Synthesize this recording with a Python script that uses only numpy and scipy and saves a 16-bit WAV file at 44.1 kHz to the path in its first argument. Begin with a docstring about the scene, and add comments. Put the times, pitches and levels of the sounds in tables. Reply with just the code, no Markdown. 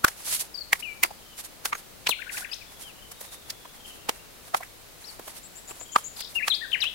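"""Stones are tossed and set onto a pile on a forest floor: damped rings and grit, a few thumping the soil.
A hard knock opens, dry leaves swish in grains of noise, and a songbird starts gliding whistles to the left.
Far birds sing uneven syllables amid knocks and faint stirring; later a high buzzy trill swells note by note,
each note sliding up from a slightly lower start. Near the end come a heavy knock, a dry rattle of down-sweeps
and a last flurry of song. Trees scatter it into noisy tails over a soft hiss with a wandering rumble."""
import sys
import numpy as np
from scipy import signal
from scipy.fft import rfft, irfft, next_fast_len
from scipy.io import wavfile
from scipy.ndimage import uniform_filter1d

SR = 44100
rng = np.random.default_rng(int(sys.argv[2]) if len(sys.argv) > 2 else 0)


def int16_out(signal):
    """Quantize to a 16-bit WAV file."""
    q = np.round(np.clip(np.atleast_2d(signal).T, -1, 1) * 32767)
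    wavfile.write(sys.argv[1], SR, q.astype(np.int16))


N = 306054  # samples

# colour of the air's hiss and rumble: freq_hz, level_db
AIR_COLOUR = [(12, -28), (20, -4.5), (130, -12.5), (163, -12.5), (357, -13.5), (388, -13.5), (542, -13),
              (1060, -17.5), (1330, -17.5), (1570, -18.5), (3530, -20), (3840, -18.5), (5230, -21.5),
              (16000, -24)]
AIR_DB = -48

# phrases of birds deeper in the wood: start_s, length_s, start_hz, end_hz, peak_db
FAR_PHRASES = [(1.16, 0.21, 3280, 2950, -44.5), (2.46, 0.05, 3550, 2800, -37),
               (2.62, 0.2, 3520, 3300, -48.5), (2.94, 0.18, 2900, 3120, -47), (3.1, 0.3, 3820, 3620, -47),
               (3.38, 0.38, 3420, 3380, -48.5), (3.75, 0.22, 3340, 2920, -43),
               (3.8, 0.5, 2780, 2730, -50.5), (5.82, 0.14, 3300, 3100, -43.5)]

# notes of the near songbird: start_s, length_s, start_hz, turn_hz, end_hz, turn_place (0-1), peak_db
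SONG_NOTES = [(0.823, 0.014, 2000, 2850, 3020, 0.45, -26), (0.824, 0.12, 3180, 2420, 2260, 0.33, -28),
              (1.035, 0.023, 4480, 4680, 5040, 0.55, -32), (2.083, 0.022, 4450, 4150, 4000, 0.4, -23),
              (2.102, 0.038, 4350, 2750, 1980, 0.45, -16.5), (2.512, 0.028, 4460, 5250, 5400, 0.55, -27.5),
              (2.515, 0.022, 2700, 2450, 2900, 0.55, -33), (2.53, 0.018, 2600, 4600, 7200, 0.5, -22),
              (2.608, 0.025, 2700, 2420, 2150, 0.5, -38), (2.82, 0.105, 3260, 3050, 2150, 0.62, -41),
              (5.038, 0.028, 3700, 4500, 6200, 0.45, -36), (5.062, 0.05, 6200, 4700, 4250, 0.45, -35.5),
              (6.349, 0.05, 2840, 2780, 2380, 0.55, -19), (6.391, 0.033, 2450, 1650, 1850, 0.6, -23.5),
              (6.418, 0.034, 1750, 2450, 2600, 0.42, -19), (6.497, 0.033, 4400, 3900, 3000, 0.35, -13),
              (6.522, 0.036, 3050, 3750, 5400, 0.45, -15), (6.606, 0.059, 1550, 1960, 1380, 0.33, -27.5),
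              (6.715, 0.011, 4260, 2900, 2200, 0.5, -23.5), (6.726, 0.039, 3000, 3200, 1300, 0.22, -13.5),
              (6.803, 0.011, 4200, 5100, 6200, 0.5, -23), (6.812, 0.027, 4150, 4000, 2250, 0.26, -14.5),
              (6.828, 0.064, 2560, 2560, 3700, 0.4, -20)]
# notes that it repeats, same columns: a high slur, and a low scoop answered by a steep flick
SLUR_NOTE = (0.541, 0.023, 5300, 4680, 4480, 0.4, -27)
SCOOP_NOTE = (2.188, 0.023, 1590, 1400, 1820, 0.42, -31.5)
FLICK_NOTE = (2.2165, 0.016, 3000, 1900, 1400, 0.5, -23.5)
THROAT_HZ, THROAT_DB_PER_OCTAVE = 3200, 8  # a note is loudest where it passes the throat's resonance
GLIDE_ROUND = 0.3  # share of a note over which its turn is rounded

# the high buzzy call: evenly spaced notes that slide up, each starting lower and louder than the last
TRILL_START_S, TRILL_EVERY_S, TRILL_NOTE_S = 5.426, 0.122, 0.054
TRILL_HZ, TRILL_RISE_HZ, TRILL_SAG_HZ_PER_S = 7150, 800, 880
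TRILL_DB, TRILL_SWELL_DB_PER_S = -38, 17
# a dry rattle of steep down-sweeps, loudest in the middle
RATTLE_START_S, RATTLE_EVERY_S = 6.163, 0.027
RATTLE_DB, RATTLE_FADE_DB_PER_S = -28, 130

# leaves brushed aside: centre_s, half_length_s, level_db
LEAF_SWISHES = [(0.102, 0.029, -44), (0.2, 0.025, -43), (0.282, 0.024, -30), (0.338, 0.027, -24.5),
                (0.409, 0.012, -26), (0.448, 0.015, -44), (0.803, 0.008, -38), (1.055, 0.008, -40),
                (1.396, 0.014, -35.5), (1.453, 0.011, -39), (1.676, 0.021, -39.5), (1.788, 0.014, -44),
                (2.103, 0.012, -32), (2.333, 0.01, -35), (2.381, 0.036, -35.5), (2.821, 0.017, -40.5),
                (3.12, 0.006, -39), (3.244, 0.027, -45), (3.336, 0.015, -41.5), (3.885, 0.02, -45),
                (4.572, 0.008, -34), (5.113, 0.038, -48), (5.284, 0.033, -45), (5.373, 0.017, -42),
                (5.702, 0.015, -44), (6.19, 0.018, -41), (6.31, 0.02, -47), (6.359, 0.011, -40),
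                (6.485, 0.014, -36), (6.552, 0.022, -47), (6.835, 0.016, -44)]
# colour of the leaves' hiss: freq_hz, level_db
LEAF_COLOUR = [(100, -12), (500, -16), (1000, -11.5), (3600, -0.5), (7000, 1), (11000, 4.5), (16000, -8.5)]
# broad resonances of the soil's scrape: freq_hz, level_db
SOIL_RESONANCES = [(770, 3), (1190, -11), (2100, -2)]
# soil scrape under a swish of the reference level, and its dB per dB of the leaves
SWISH_REF_DB, SOIL_DB, SOIL_FOLLOWS = -40, -49.5, 0.35
# every knock shakes the leaves nearby; level relative to the knock
JOLT_DELAY_S, JOLT_HALF_S, JOLT_DB = 0.02, 0.02, -72
# faint stirring while hands work
HANDS_START_S, HANDS_END_S, STIRS_PER_S = 2.5, 6.9, 4
STIR_HALF_S, STIR_DB, STIR_SPREAD_DB = 0.02, -51, 2

# stone against stone: time_s, level_db at the ring, ring_hz, other_stone_ring_hz,
# then relative to the ring: hollow_db, body_db, crack_db, grit_db
STONE_KNOCKS = [(0.047, 32.5, 1400, 1250, -14.5, -17, -21, -24),
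                (0.0833, 12, 1660, 5440, -18, -5, -10, -13),
                (0.7318, 28.5, 2060, 1000, -25, -14, -18.5, -23),
                (1.0362, 26.5, 2170, 980, -20.5, -22, -16.5, -15),
                (1.049, 16.5, 970, 366, -25, -7, -18, -32), (1.1111, 8, 810, 600, -21, -26, -26, -33),
                (1.6573, 9.5, 1460, 440, -16, -1, -2.5, -5.5),
                (1.7312, 21.5, 1180, 2180, -28, -21, -25, -40), (1.753, 8, 1450, 2220, -15, -8, -20, -24),
                (2.0716, 18, 2550, 1040, -21, -12, -3.5, -24), (2.094, 18, 1020, 4010, -8, -6.5, -18, -9.5),
                (2.381, 2, 1560, 2160, -7, -4, -4, -12), (3.213, 3, 564, 890, -14, -14, -18, -9.5),
                (3.5042, 6.5, 4960, 1920, -23, -22, -6, -13), (3.6558, 1, 1000, 590, -13, -8, -21, -33),
                (4.0937, 20, 900, 470, -7, -6, -9.5, -19.5),
                (4.547, 27.5, 720, 1270, -22, -5.5, -23.5, -35.5),
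                (4.6098, 8, 704, 1060, -16, -16, -30, -27), (4.6328, 6, 1970, 1380, -23, -19, -32, -30),
                (5.1968, 4, 460, 655, -3, -5, -20, -21), (5.2814, 3.5, 640, 230, -10, -5, -17, -15),
                (5.712, 3.5, 390, 2640, -16, -1, -25, -22), (5.8127, 3.5, 700, 480, -15, -10, -18, -29),
                (5.962, 32.5, 1105, 1250, -24, -11, -24, -40.5), (6.208, 1, 4520, 930, -19, -9, -2, -8),
                (6.4821, 17.5, 1170, 1750, -21, -6.5, -6, -20), (6.842, 11, 2500, 1230, -28, -22, -8, -29)]
# centres of the broad hollow, body, crack and grit sounds: freq_hz
BROAD_HZ = [300, 900, 3500, 12000]
# weight landing on soil: time_s, level_db
SOIL_THUMPS = [(0.046, 18.5), (0.732, 2), (5.714, -7), (5.964, 7)]
# a thin flake that pings when jolted: time_s, level_db
FLAKE_PINGS = [(1.657, -46), (1.731, -40), (1.752, -37)]
# a firm blow's level and contact time; the time halves for every 38 dB harder
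FIRM_DB, FIRM_CONTACT_S, CONTACT_HALVES_DB = 20, 0.0029, 38
# after each blow the stone rocks back once: delay, its relative scatter, level relative to the blow
SETTLE_S, SETTLE_SPREAD, SETTLE_DB = 0.022, 0.2, -26
OTHER_STONE_DB = -6.5  # the stone underneath rings less

TOP_HZ = 15800  # upper limit of the finished sound


def undb(db):
    """Decibels to gain."""
    return 10 ** (np.asarray(db) / 20)


def unit(x):
    """Scale to rms 1."""
    return x / np.sqrt(np.mean(x ** 2))


def sides(left_db):
    """Left and right gains for a level difference."""
    return undb(np.array([[left_db], [-left_db]]) / 2)


def add(out, x, start_s):
    """Mix a short sound in at a time, trimmed to the scene."""
    i = int(round(start_s * SR))
    a, b = max(i, 0), min(i + x.shape[-1], N)
    out[..., a:b] += x[..., a - i:b - i]


def bins(size):
    """Frequencies of a spectrum, kept above zero."""
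    return np.maximum(np.fft.rfftfreq(size, 1 / SR), 1)


def contour(points, hz):
    """Gain along (Hz, dB) points on a log axis."""
    f, db = np.transpose(points)
    return undb(np.interp(np.log(hz), np.log(f), db))


def resonance(hz, centre, width):
    """Gain of a steep resonance with a relative width."""
    return 1 / (1 + ((hz / centre - centre / hz) / width) ** 2)


def tint(x, gain_at):
    """Filter by a gain that depends on frequency; rms 1."""
    size = next_fast_len(N)
    spectrum = rfft(x, size) * gain_at(bins(size))
    return unit(irfft(spectrum, size)[..., :N])


def pair(size, likeness):
    """Left and right noise, partly alike."""
    c = np.clip(likeness, 0, 1)
    noise = rng.standard_normal((3, size))
    return np.sqrt(c) * noise[0] + np.sqrt(1 - c) * noise[1:]


def walk(rate):
    """Random wandering that takes new values at a rate in Hz; rms 1."""
    k = max(int(SR / rate), 1)
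    steps = np.repeat(rng.standard_normal(N // k + 1), k)
    return unit(uniform_filter1d(steps, k)[:N])


def trees(x, t60_s, onset_s=0.0047):
    """Trunks and foliage scatter a sound into a diffuse tail, different at each side."""
    t = np.arange(SR) / SR
    echo = pair(SR, 0) * undb(-60 * t / t60_s) * (1 - np.exp(-t / onset_s))
    echo /= np.sqrt(np.sum(echo ** 2, axis=1, keepdims=True))
    return signal.fftconvolve(np.atleast_2d(x), echo, axes=1)[:, :N]


def air():
    """A soft steady hiss with a low rumble that wanders, stronger on the left."""
    floor = tint(pair(N, 0.077), lambda hz: contour(AIR_COLOUR, hz))
    low = signal.sosfilt(signal.butter(1, 900, fs=SR, output="sos"), floor)
    wander = undb(.7 * walk(7))
    rumble = low * sides(5.4) * wander
    return undb(AIR_DB) * (floor - low + rumble)


def whistle(hz, db, edge=0.22, waver=0.0058, overtone_db=-38):
    """A nearly pure note that fades in and out, its pitch trembling slightly."""
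    u = np.linspace(0, 1, len(hz))
    tremble = unit(uniform_filter1d(rng.standard_normal(len(hz)), size=60))
    phase = 2 * np.pi * np.cumsum(hz * (1 + waver * tremble)) / SR
    fade = np.sin(np.pi / 2 * np.clip(np.minimum(u, 1 - u) / edge, 0, 1)) ** 2
    tone = np.sin(phase) + undb(overtone_db) * np.sin(2 * phase)
    return undb(db) * fade * tone


def far_birds(syllable_hz=26, uneven_db=3, waver=0.025):
    """Distant phrases come as quick uneven syllables with gaps, blurred by the trees."""
    turn = 2 * np.pi * np.cumsum(syllable_hz * undb(2 * walk(10))) / SR
    syllables = np.maximum(np.sin(turn), 0) * undb(1.5 + uneven_db * walk(30))
    phrases = np.zeros(N)
    for start_s, length_s, from_hz, to_hz, db in FAR_PHRASES:
        glide = np.linspace(from_hz, to_hz, int(length_s * SR))
        add(phrases, whistle(glide, db, waver=waver), start_s)
    voice = phrases * syllables
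    return voice * undb([[-3], [-14]]) + trees(voice, t60_s=0.6) * undb([[-3], [-10]])


def rattle(length_s=0.011, top_hz=5600, low_hz=3000, count=5):
    """One steep sweep repeated, swelling and fading, smeared by the foliage."""
    out, ages = np.zeros(N), RATTLE_EVERY_S * np.arange(count)
    sweep = np.linspace(top_hz, low_hz, int(length_s * SR))
    for age in ages:
        db = RATTLE_DB - RATTLE_FADE_DB_PER_S * abs(age - ages.mean())
        add(out, whistle(sweep, db, waver=0.05), RATTLE_START_S + age)
    return out * undb([[-1], [-16]]) + trees(out, t60_s=.2) * undb([[-3], [-12]])


def trill(buzz_hz=160, depth_hz=300, throb_db=4, count=6):
    """Notes that slide upward while their pitch and loudness flutter fast."""
    out, t = np.zeros(N), np.arange(int(TRILL_NOTE_S * SR)) / SR
    turn = 2 * np.pi * buzz_hz * t
    for age in TRILL_EVERY_S * np.arange(count):
        base_hz = TRILL_HZ - TRILL_SAG_HZ_PER_S * age + TRILL_RISE_HZ * t / TRILL_NOTE_S
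        hz = base_hz + depth_hz * np.cos(turn)
        db = TRILL_DB + TRILL_SWELL_DB_PER_S * age + throb_db * (np.sin(turn) - 1)
        add(out, whistle(hz, db), TRILL_START_S + age)
    return out


def repeated(note, every_s, fall_hz, count):
    """One note sung several times at an even pace, sinking by a fixed step (0 for none)."""
    start_s, length_s, *pitches, turn, db = note
    return [(start_s + k * every_s, length_s, *(np.array(pitches) - k * fall_hz), turn, db)
            for k in range(count)]


def song(notes, waver=0.008):
    """Each note glides to a turning pitch and on to its end, loudest near the throat's resonance."""
    out = np.zeros(N)
    for start_s, length_s, *pitches, turn, db in notes:
        u = np.linspace(0, 1, int(length_s * SR))
        legs = np.interp(u, [0, np.clip(turn, 0, 1), 1], pitches)
        hz = uniform_filter1d(legs, max(int(GLIDE_ROUND * len(u)), 1))
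        throat_db = -THROAT_DB_PER_OCTAVE * abs(np.log2(hz / THROAT_HZ))
        add(out, whistle(hz, db + throat_db - throat_db.max(), waver=waver), start_s)
    return out


def birds():
    """Songbird and trill sit to the left; close foliage blurs each note and the wood adds a longer tail."""
    slurs = repeated(SLUR_NOTE, every_s=0.032, fall_hz=130, count=3)
    scoops = repeated(SCOOP_NOTE, every_s=0.076, fall_hz=0, count=4)
    flicks = repeated(FLICK_NOTE, every_s=0.076, fall_hz=0, count=4)
    near, high = song(list(SONG_NOTES) + slurs + scoops + flicks), trill()
    direct = near * undb([[-.5], [-27]]) + high * undb([[0], [-17]])
    foliage = trees(near + high, t60_s=0.077) * undb([[-11], [-27]])
    wood = trees(near * undb(-9) + high * undb(-8), t60_s=0.53) * undb([[0], [-12]])
    return direct + foliage + wood


def strokes():
    """Whatever moves the leaves: clear swishes, the jolt of each knock and faint stirring by the hands."""
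    jolts = [(s + JOLT_DELAY_S, JOLT_HALF_S, db + JOLT_DB) for s, db, *_ in STONE_KNOCKS]
    times = np.arange(HANDS_START_S, HANDS_END_S, 1 / STIRS_PER_S)
    chance = rng.uniform(-1, 1, (len(times), 2))
    stirs = [(s + early / STIRS_PER_S / 2, STIR_HALF_S, STIR_DB + STIR_SPREAD_DB * loud)
             for s, (early, loud) in zip(times, chance)]
    return list(LEAF_SWISHES) + jolts + stirs


def litter(crackle_db=1.5, scrape_db=4):
    """Dry leaves hiss in fine grains while the soil under them scrapes lower and rougher."""
    hiss = tint(pair(N, 0) * undb(crackle_db * walk(900)), lambda hz: contour(LEAF_COLOUR, hz))
    scrape = tint(pair(N, 0.067) * undb(scrape_db * walk(200)),
                  lambda hz: sum(undb(d) * resonance(hz, f, 0.99) for f, d in SOIL_RESONANCES))
    # overlapping strokes add up as power
    leaf_power, soil_power = np.zeros(N), np.zeros(N)
    for s, half_s, db in strokes():
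        t = np.arange(-3 * half_s, 3 * half_s, 1 / SR)
        stroke = np.exp(-(t / half_s) ** 2)
        soil_db = SOIL_DB + SOIL_FOLLOWS * (db - SWISH_REF_DB)
        add(leaf_power, stroke * undb(db) ** 2, s + t[0])
        add(soil_power, stroke * undb(soil_db) ** 2, s + t[0])
    return np.sqrt(leaf_power) * hiss * sides(-2.0) + np.sqrt(soil_power) * scrape


def blows():
    """Every knock, and the soft second contact as the stone settles."""
    chance = rng.standard_normal(len(STONE_KNOCKS))
    settles = [(s + SETTLE_S * (1 + SETTLE_SPREAD * c), db + SETTLE_DB, *colour)
               for (s, db, *colour), c in zip(STONE_KNOCKS, chance)]
    return list(STONE_KNOCKS) + settles


def contact(length_s, likeness, rise=0.82, skirt_db=-24, skirt=2.9, size=4096):
    """Spectrum of a crowd of tiny collisions that builds up and dies as rough faces bite; even on the whole."""
    t = (np.arange(size) - size // 2) / SR
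    age = np.where(t < 0, -t / rise, t) / length_s
    force = np.exp(-age ** 1.04) + undb(skirt_db) * np.exp(-age / skirt)  # a faint, longer skirt
    spectrum = rfft(pair(size, likeness) * force)
    return spectrum / np.sqrt(uniform_filter1d(abs(spectrum) ** 2, size=29))


def stones(ring_width=0.3, flake_hz=6500, flake_t60_s=0.055, size=4096):
    """Each contact rings two damped stones and spits grit; a few knocks also thump the soil."""
    out, hz = np.zeros((2, N)), bins(size)
    for s, db, ring_hz, other_hz, *broad_db in blows():
        length_s = FIRM_CONTACT_S * 2 ** ((FIRM_DB - db) / CONTACT_HALVES_DB)
        ring = resonance(hz, ring_hz, ring_width)
        other = undb(OTHER_STONE_DB) * resonance(hz, other_hz, ring_width)
        # below the hollow sound the level falls away towards 70 Hz
        broad = contour([(70, broad_db[0] - 12.5), *zip(BROAD_HZ, broad_db)], hz)
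        colour = np.sqrt(ring ** 2 + other ** 2 + broad ** 2)
        knock = irfft(contact(length_s, likeness=0.19) * colour)
        add(out, undb(db) * knock * sides(-.8), s - size / 2 / SR)
    t = (np.arange(size) - size // 2) / SR
    for s, db in SOIL_THUMPS:
        push = np.exp(-(t / .0012) ** 2)  # the soft ground takes the weight in one short push
        add(out, undb(db) * push / push.sum(), s - size / 2 / SR)
    age = np.arange(size) / SR
    for s, db in FLAKE_PINGS:
        add(out, undb(db - 60 * age / flake_t60_s) * np.sin(2 * np.pi * flake_hz * age), s)
    return out


def scene():
    """Stones and litter close by, birds around, the wood behind."""
    work = stones() + litter()
    work_tail = undb(-33.5) * trees(work, t60_s=0.26)
    return air() + far_birds() + rattle() + birds() + work_tail + work


def record(dry):
    """Anything beyond full scale is clipped flat; then the top is cut steeply."""
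    clipped = np.clip(dry, -1, 1)
    top_cut = signal.ellip(8, .1, 50, TOP_HZ, fs=SR, output="sos")
    return signal.sosfiltfilt(top_cut, clipped)


dry = scene()
out = record(dry)
int16_out(out)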